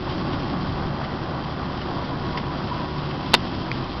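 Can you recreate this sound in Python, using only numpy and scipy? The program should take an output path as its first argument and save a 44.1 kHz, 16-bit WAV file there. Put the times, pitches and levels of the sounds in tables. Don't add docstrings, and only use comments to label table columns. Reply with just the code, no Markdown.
import sys
import numpy as np
from scipy import signal
from scipy.fft import rfft, irfft
from scipy.io import wavfile
from scipy.ndimage import uniform_filter1d

SR = 44100
rng = np.random.default_rng(int(sys.argv[2]) if len(sys.argv) > 2 else 0)


def output_pcm(signal):
    pcm = np.clip(np.atleast_2d(signal).T, -1, 1) * 32767
    wavfile.write(sys.argv[1], SR, np.round(pcm).astype(np.int16))


N = 176400


def undb(db):
    return 10 ** (np.asarray(db) / 20)


def unit(x):
    return x / (x.std() + 1e-12)


def curve(table, column=1):
    rows = np.array(table)
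    return np.interp(np.arange(N) / SR, rows[:, 0], rows[:, column])


def wander(per_s):
    hold = max(int(SR / per_s), 2)
    steps = rng.standard_normal(2048)[np.arange(N) // hold % 2048]
    return unit(uniform_filter1d(uniform_filter1d(steps, hold), hold))


def colour(x, spectrum, size=4096):
    hz, db = np.array(spectrum).T
    bins_hz = np.maximum(np.arange(size // 2 + 1) * SR / size, 1)
    gain = undb(np.interp(np.log(bins_hz), np.log(hz), db))
    cepstrum = irfft(np.log(gain))
    response = irfft(np.exp(rfft(2 * cepstrum[:size // 2], size)))
    return signal.oaconvolve(x, response / np.linalg.norm(response))[:N]


def ring(x, modes):
    t = np.arange(SR // 4) / SR
    response = sum(undb(db - 60 * t / t60) * np.sin(2 * np.pi * hz * t) for hz, t60, db in modes)
    return signal.fftconvolve(x, response)[:N]


def tones(cycles, multiples, flutter_db, flutter_per_s, wobble_rad):
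    out = 0
    for multiple, db in multiples:
        angle = 2 * np.pi * (round(multiple) * cycles + rng.random())
        angle += wobble_rad * wander(flutter_per_s)
        out += np.sqrt(2) * undb(db + flutter_db * wander(flutter_per_s)) * np.sin(angle)
    return out


def bursts(blows):
    t = np.arange(N) / SR
    envelope = sum(undb(db) * (t >= at) * np.exp(-np.maximum(t - at, 0) / decay)
                   for at, db, decay in blows)
    return envelope * rng.standard_normal(N)


ENGINE_RUN = [(0, 72.35, -0.5), (.5, 72.2, 0), (.78, 73.72, 1), (1.2, 74.64, -1.5), (2.2, 74.17, -1),
              (2.6, 73.76, 1), (2.85, 74.45, 0.5), (3.1, 74.54, 4), (3.25, 73.62, -3), (3.38, 66.8, -4),
              (3.8, 66, 0), (4, 66, 1)]
EXHAUST_TONES = [(1, -39.5), (2, -36), (3, -46.5), (4, -49.5), (5, -50.5)]
CLATTER_SPECTRUM = [(250, -19.5), (430, -3), (560, 0.25), (680, -1.5), (790, 2), (900, -1.5), (1120, 0.6),
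                    (1300, -5), (1480, -6), (1600, -10), (1950, -13), (2300, -22.5), (5000, -36)]
CLATTER_ENVELOPE = [(0, -33), (.3, -32.5), (.8, -32), (1.4, -33), (2.3, -32.5), (3, -34), (4, -34.5)]

def tractor():
    firings = np.cumsum(curve(ENGINE_RUN)) / SR
    drone = tones(firings, EXHAUST_TONES, flutter_db=1.5, flutter_per_s=7, wobble_rad=.15)
    pulsing = (1 + .15 * np.cos(2 * np.pi * firings)) * undb(.92 * wander(35))
    clatter = unit(colour(pulsing * rng.standard_normal(N), CLATTER_SPECTRUM))
    return drone * undb(curve(ENGINE_RUN, column=2)) + clatter * undb(curve(CLATTER_ENVELOPE))


SHAFT_RUN = [(0, 10.9, 0.5), (.2, 11.3, 0.5), (.55, 11.4, 2.5), (.88, 12, 1.5), (1.15, 11.1, -7),
             (1.45, 10.9, -3.5), (1.9, 11.3, 0.5), (2.2, 11.36, 0), (3, 11.33, -0.5), (3.4, 11.15, -1),
             (4, 11.17, 0)]
GEAR_TONES = [(4, -47.5), (9, -45.5), (12, -41.5), (16, -40.5), (18, -48), (23, -46.5), (24, -47),
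              (29, -42.5), (31, -50.5), (33, -45.5)]
RUMBLE_SPECTRUM = [(20, -7.5), (45, -10), (75, -4), (125, 0), (165, -3), (270, -3), (370, -7), (430, -17),
                   (700, -35)]
RUMBLE_ENVELOPE = [(0, -31), (.35, -28), (.52, -30), (.7, -26.5), (.85, -31.5), (1.45, -31), (2.1, -31),
                   (2.9, -33), (3.6, -30.5), (4, -31.5)]

def spreader():
    turns = np.cumsum(curve(SHAFT_RUN)) / SR
    hum = tones(turns, GEAR_TONES, flutter_db=2, flutter_per_s=6, wobble_rad=.27)
    shaking = (1 + .15 * np.cos(2 * np.pi * turns)) * undb(.9 * wander(18))
    body = colour(shaking * rng.standard_normal(N), RUMBLE_SPECTRUM)
    rumble = unit(signal.sosfilt(signal.butter(2, 900, fs=SR, output="sos"), body))
    return hum * undb(curve(SHAFT_RUN, column=2)) + rumble * undb(curve(RUMBLE_ENVELOPE))


PATTER_SPECTRUM = [(1000, -8), (1950, -0.5), (2350, -2.5), (2750, 1.5), (2930, -2), (3100, 4), (3380, 2),
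                   (3750, -3), (4030, -0.5), (4250, -3), (4650, -0.5), (5200, -3.5), (5550, -11.5),
                   (6200, -27)]
PATTER_ENVELOPE = [(0, -39.8), (.15, -39.5), (.9, -42.5), (1.4, -42.5), (2.2, -41.7), (2.8, -40.7),
                   (3.3, -38.5), (3.7, -40.5), (4, -39.5)]

def muck(impacts_per_s=2000, scatter_db=4):
    sizes = undb(scatter_db * rng.uniform(-1, 1, N)) * rng.standard_normal(N)
    impacts = (rng.random(N) < impacts_per_s / SR) * sizes
    spray = (unit(impacts) + .94 * rng.standard_normal(N)) * undb(.8 * wander(35))
    return unit(colour(spray, PATTER_SPECTRUM)) * undb(curve(PATTER_ENVELOPE))


KNOCK_BLOWS = [(.095, -34, .015), (.33, -33.5, 0.013), (1.047, -33, .008), (1.815, -30.5, .01),
               (2.374, -23.5, .01), (3.11, -31, 0.0077)]
KNOCK_SPECTRUM = [(300, -6.5), (1000, 2), (1600, -4.5), (2080, 2.5), (2350, -7), (2900, 1), (3800, -8),
                  (5000, -7), (5600, -16), (6200, -29.5)]

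def knocks():
    return colour(bursts(KNOCK_BLOWS), KNOCK_SPECTRUM)


STEEL_PARTIALS = [(966, 0), (1003, -2), (1088, -6)]
SQUEAL_SWELLS = [(1.76, .1, -39), (2.0, .06, -34), (2.13, .06, -37), (2.26, .07, -36), (2.36, .04, -31),
                 (2.49, 0.08, -36.5), (2.76, .09, -33.5), (2.95, .16, -38.5), (3.24, .12, -40.5),
                 (3.72, .25, -43)]

def squeal():
    t = np.arange(N) / SR
    swells = sum(undb(db) * np.exp(-2 * ((t - at) / length) ** 2) for at, length, db in SQUEAL_SWELLS)
    return swells * unit(tones(t, STEEL_PARTIALS, flutter_db=3, flutter_per_s=45, wobble_rad=.7))


CLACK_BLOWS = [(3.335, -12, .002), (3.3397, 3, 0.0021), (3.3452, -3.5, 0.0034), (3.3491, -8, .0012)]
CLACK_SPECTRUM = [(100, -10.5), (270, 0), (700, 1), (1450, 0), (2250, -1), (2800, 0), (3300, -3),
                  (4500, 1.5), (5000, -6.5), (6200, -26)]
CLACK_RESONANCES = [(272, 0.052, -18), (466.7, .05, -15), (580, .04, -21), (820, .03, -21.5),
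                    (980, 0.042, -12), (1440, .025, -15), (1990, 0.021, -13), (3620, 0.033, -14),
                    (4500, 0.015, -10)]

def clack(crunch_db=-2, ring_db=-.5):
    impulses = np.zeros(N)
    for at, db, _ in CLACK_BLOWS:
        impulses[int(at * SR)] += undb(db)
    crunch = colour(bursts(CLACK_BLOWS), CLACK_SPECTRUM)
    return undb(crunch_db) * crunch + undb(ring_db) * ring(impulses, CLACK_RESONANCES)


TICK_BLOW = [(3.7157, -13.5, .0011)]
TICK_SPECTRUM = [(400, -3), (1800, -6), (2470, 3), (3000, -6), (3800, -18), (4600, -9), (5400, -11),
                 (6200, -21.5)]

def tick():
    return colour(bursts(TICK_BLOW), TICK_SPECTRUM)


def scene():
    far = tractor() + spreader() + squeal() + muck() + knocks()
    close = clack() + tick()
    return (far + close)[None]


def record(dry, microphone_hz=5770, ceiling=.85, knee=7.5, top_hz=15800):
    narrow = signal.sosfilt(signal.ellip(8, .3, 80, microphone_hz, fs=SR, output="sos"), dry)
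    clipped = narrow / (1 + abs(narrow / ceiling) ** knee) ** (1 / knee)
    return signal.sosfilt(signal.ellip(8, .2, 70, top_hz, fs=SR, output="sos"), clipped)


dry = scene()
out = record(dry)
output_pcm(out)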